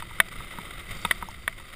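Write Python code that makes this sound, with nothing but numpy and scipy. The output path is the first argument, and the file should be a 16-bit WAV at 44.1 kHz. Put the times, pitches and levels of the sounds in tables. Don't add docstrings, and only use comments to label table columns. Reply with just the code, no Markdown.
import sys
import numpy as np
from scipy import signal
from scipy.fft import rfft, irfft
from scipy.io import wavfile
from scipy.ndimage import uniform_filter1d

SR = 44100
rng = np.random.default_rng(int(sys.argv[2]) if len(sys.argv) > 2 else 0)


def put_to_file(sound):
    columns = np.atleast_2d(sound).T
    safe = np.clip(columns, -1, 1)
    whole_steps = np.round(safe * 32767)
    wavfile.write(sys.argv[1], SR, whole_steps.astype(np.int16))


N = 77175

WIND_LEVELS = [(0, -44), (.2, -44), (.6, -42.5), (.78, -41), (.85, -48), (1.05, -42.5), (1.35, -43),
               (1.75, -48)]
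WIND_SPECTRUM = [(12, 1.5), (30, 0), (55, -5), (100, -6), (140, -12), (190, -12), (270, -22), (600, -74)]
BUFFETS = [(.045, 0.0038, 10), (.325, 0.025, 3), (.395, 0.041, 5), (.915, 0.033, 10), (.965, 0.012, 9.5)]

SPRAY_LEVELS = [(0, -63), (.8, -75), (.9, -60.5), (1.02, -54.5), (1.13, -55), (1.22, -66.5), (1.75, -65.5)]
SPRAY_PEAKS = [(4680, 340, 4.5), (5140, 690, -5.5), (7250, 960, -3.5)]
CLOD_HITS = [(0.286, -47), (0.91, -42), (1.017, -43), (1.12, -43), (1.308, -44.5)]

TOP_RING_HZ = 13950
CASE_PEAKS = [(1254, 423, 2.2), (2039, 304, 5.76), (2285, 260, -4.5), (3140, 540, -4), (3665, 312, -1.3),
              (4940, 760, -15.5), (7020, 930, -18), (8420, 470, -9.5), (8970, 740, -12.5),
              (9880, 440, -8.5), (10680, 260, -13), (TOP_RING_HZ, 660, -11.5), (15000, 750, -16.5)]
TYRE_LEVELS = [(0, -48.5), (.06, -48), (.2, -46.5), (.33, -48.5), (.44, -44), (.56, -44), (.74, -44.5),
               (.85, -47), (.91, -42.5), (1.0, -44), (1.15, -44), (1.28, -48.5), (1.45, -50), (1.63, -50),
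               (1.75, -49)]
SCUFFS = [(.002, 0.0089, 16), (.288, 0.0041, 6), (0.326, 0.011, 7), (0.362, 0.0045, 8.5), (.799, 0.012, 7),
          (0.914, 0.0048, 7), (1.215, 0.0031, 5), (1.528, 0.0039, 7), (1.584, 0.0064, 7), (1.735, 0.009, 8)]
HISS_SPECTRUM = [(200, 0), (350, 0), (700, 3), (1000, -10.5), (1700, -33), (2600, 3), (4200, -12),
                 (6000, -29.5), (8000, -16), (12000, -28.5), (15000, -29)]
DRONE_PEAKS = [(180, 21, -2.5), (343.4, 118, -3.5), (537, 19, -2.5)]

# f/Hz, level/dB, t60/s
STONE_TONES = [(900, 3.5, 0.023), (1180, -19, 0.023), (5310, 4, .006), (6550, -1.5, 0.011),
               (11040, -9, 0.017), (12900, -8, 0.012)]
CRACK_SPECTRUM = [(150, -7), (500, 7.5), (1000, 19.5), (2000, -18), (3900, 0.5), (4500, -8), (7300, -29),
                  (8600, -0.5), (10400, 3.5), (12000, -14), (14000, -1.5), (16000, -8)]
KNOCK_HITS = [(0.0222, -21.5, -0.5, -28), (0.1095, -30.5, -21, -31), (0.4040, -27, -16, -42),
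              (0.537, -33, -9, -28), (0.5849, -21.5, -12, -2.5), (1.0497, -8.5, 2, -10.5),
              (1.2241, -18, -16, -8.5), (1.5984, -33, 6.5, -5)]
KNOCK_TONES = [(483, -4, 0.0073), (951, -2.5, 0.027), (1054, -13.5, 0.017), (1267, 2.5, 0.021),
               (1540, -14, 0.026), (1964, -6.5, 0.019), (2220, -18, 0.037), (2536, -12.5, 0.025),
               (3010, -19, 0.024), (3620, -2.5, 0.011), (8440, -12.5, 0.015), (9300, -19, 0.01),
               (14500, -17, 0.0081)]
CHINK_PEAKS = [(10840, 490, -1), (13350, 800, -2.5)]
CLACK_HITS = [(0.2011, -6, -4.5, 1.2, -34), (1.1102, -13.5, 3, 3.5, -24.5), (1.4776, -15.5, -4.5, -1, -42)]
CLACK_TONES = [(661, -23, 0.081), (938, -12.5, 0.025), (1137, 2.66, 0.0068), (1242, -2.2, 0.017),
               (1498, -3, 0.019), (1824, 4.1, 0.016), (1980, 4.2, 0.022), (2240, -4.5, 0.029),
               (2636, -12.5, 0.025), (3095, -0.55, 0.011), (3541, 0, 0.014), (4016, -9, 0.01),
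               (8520, 0.93, 0.0079), (10000, 0.21, 0.013), (TOP_RING_HZ, -1, 0.011)]

SHARP_ATTACK_S = 0.000092
BUILD_FROM_HZ, BUILD_S = 2800, 0.0018


def from_db(db):
    return 10 ** (np.asarray(db) / 20)


def rms_one(x):
    return x / np.sqrt(np.mean(x ** 2) + 1e-20)


def seconds():
    return np.arange(N) / SR


def since(start):
    return np.maximum(seconds() - start, 0)


def in_time(rows):
    return np.interp(seconds(), *np.transpose(rows))


def flares(rows):
    return sum(db * np.exp(-((seconds() - at) / length) ** 2) for at, length, db in rows)


def drift(per_s):
    size = max(int(SR / per_s), 1)
    smoothed = uniform_filter1d(rng.standard_normal(N), size, mode="wrap")
    return rms_one(uniform_filter1d(smoothed, size, mode="wrap"))


def swell(t, attack, t60):
    return (1 - np.exp(-t / attack)) * np.exp(-np.minimum(np.log(1000) * t / t60, 50))


def colour(x, spectrum):
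    hz, db = np.transpose(spectrum)
    bin_hz = np.arange(N // 2 + 1) * SR / N
    gain = from_db(np.interp(np.log(bin_hz + 1), np.log(hz), db))
    return rms_one(irfft(rfft(x) * gain, N))


def resonate(x, hz, width_hz):
    r = np.exp(-np.pi * width_hz / SR)
    b = (1 - r * r) / 2 * np.array([1, 0, -1])
    a = [1, -2 * r * np.cos(2 * np.pi * hz / SR), r * r]
    return signal.lfilter(b, a, signal.lfilter(b, a, x))


def wind():
    level = from_db(in_time(WIND_LEVELS) + flares(BUFFETS))
    return level * colour(rng.standard_normal(N), WIND_SPECTRUM)


def grains(per_s, spread_db):
    sizes = from_db(spread_db * np.minimum(rng.exponential(1, N), 4)) * rng.choice([-1, 1], N)
    return rms_one(sizes * (rng.random(N) < per_s / SR))


def grit():
    return from_db(-4) * grains(per_s=1500, spread_db=2.5) + rng.standard_normal(N)


def grit_through(peaks):
    return rms_one(sum(from_db(db) * resonate(grit(), hz, width) for hz, width, db in peaks))


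def dirt_spray():
    specks = grains(per_s=1200, spread_db=4.5)
    patter = rms_one(sum(from_db(db) * resonate(specks, hz, width) for hz, width, db in SPRAY_PEAKS))
    clods = sum(from_db(db) * swell(since(start), SHARP_ATTACK_S, t60=0.027) for start, db in CLOD_HITS)
    return from_db(in_time(SPRAY_LEVELS)) * patter + clods * grit_through(SPRAY_PEAKS)


def tyres():
    flutter_db = 2.09 * drift(per_s=270)
    hollow = grit_through(CASE_PEAKS)
    hiss = from_db(-8) * colour(grit(), HISS_SPECTRUM)
    crunch = from_db(flares(SCUFFS) + flutter_db) * (hollow + hiss)
    drone = from_db(-11) * grit_through(DRONE_PEAKS)
    return from_db(in_time(TYRE_LEVELS)) * (crunch + drone)


def ring(t, tones, attack, chatter_db=0):
    out = np.zeros(N)
    for k, (hz, db, t60) in enumerate(tones):
        waver_db = chatter_db * drift(per_s=580) if chatter_db else 0
        fade = swell(t, BUILD_S if hz > BUILD_FROM_HZ else attack, t60)
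        direction = (-1) ** k
        out += direction * from_db(db + waver_db) * np.sin(2 * np.pi * hz * t) * fade
    return out


def stone():
    return from_db(-31) * ring(since(1.2868), STONE_TONES, attack=0.00017)


def harden(tones, treble_db):
    ramp_hz = [1550, 3350]
    return [(hz, db + treble_db * np.interp(hz, ramp_hz, [0, 1]), t60) for hz, db, t60 in tones]


def crack(t, attack, t60):
    return colour(rng.standard_normal(N), CRACK_SPECTRUM) * swell(t, attack, t60)


def thump(t, attack):
    hz, t60 = 188, 0.039
    return np.sin(2 * np.pi * hz * t) * swell(t, attack, t60)


def knocks():
    chatter_attack_s = 0.0034
    chink = from_db(-16) * grit_through(CHINK_PEAKS)
    out = np.zeros(N)
    for start, level_db, treble_db, thump_db in KNOCK_HITS:
        t = since(start)
        blow = ring(t, harden(KNOCK_TONES, treble_db), attack=0.0027, chatter_db=3.5)
        blow += from_db(thump_db) * thump(t, chatter_attack_s)
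        blow += from_db(-10.5) * crack(t, chatter_attack_s, t60=0.025)
        blow += chink * swell(t, BUILD_S, t60=0.021)
        out += from_db(level_db) * blow
    return out


def clacks():
    main_hz, main_width_hz = 1983, 57
    crack_t60_s, bounce_delay_s = 0.0089, 0.0062
    out = np.zeros(N)
    for start, level_db, main_db, treble_db, tail_db in CLACK_HITS:
        t = since(start)
        tones = [(hz, db + main_db * np.exp(-((hz - main_hz) / main_width_hz) ** 2), t60)
                 for hz, db, t60 in harden(CLACK_TONES, treble_db)]
        blow = ring(t, tones, SHARP_ATTACK_S)
        blow += from_db(-25) * thump(t, SHARP_ATTACK_S)
        blow += from_db(-10) * crack(t, SHARP_ATTACK_S, crack_t60_s)
        bounce = swell(since(start + bounce_delay_s), SHARP_ATTACK_S, crack_t60_s)
        blow += from_db(-19.5) * grit_through(CASE_PEAKS) * bounce
        tail = grit_through(CASE_PEAKS) * swell(t, SHARP_ATTACK_S, t60=0.058)
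        out += from_db(level_db) * blow + from_db(tail_db) * tail
    return out


def scene():
    return (clacks() + knocks() + stone() + tyres() + dirt_spray() + wind())[None]


def record(dry):
    ceiling, cutoff_hz = 0.92, 15400
    rounded = dry / (1 + (dry / ceiling) ** 6) ** (1 / 6)
    return signal.sosfilt(signal.ellip(10, .2, 70, cutoff_hz, fs=SR, output="sos"), rounded)


dry = scene()
out = record(dry)
put_to_file(out)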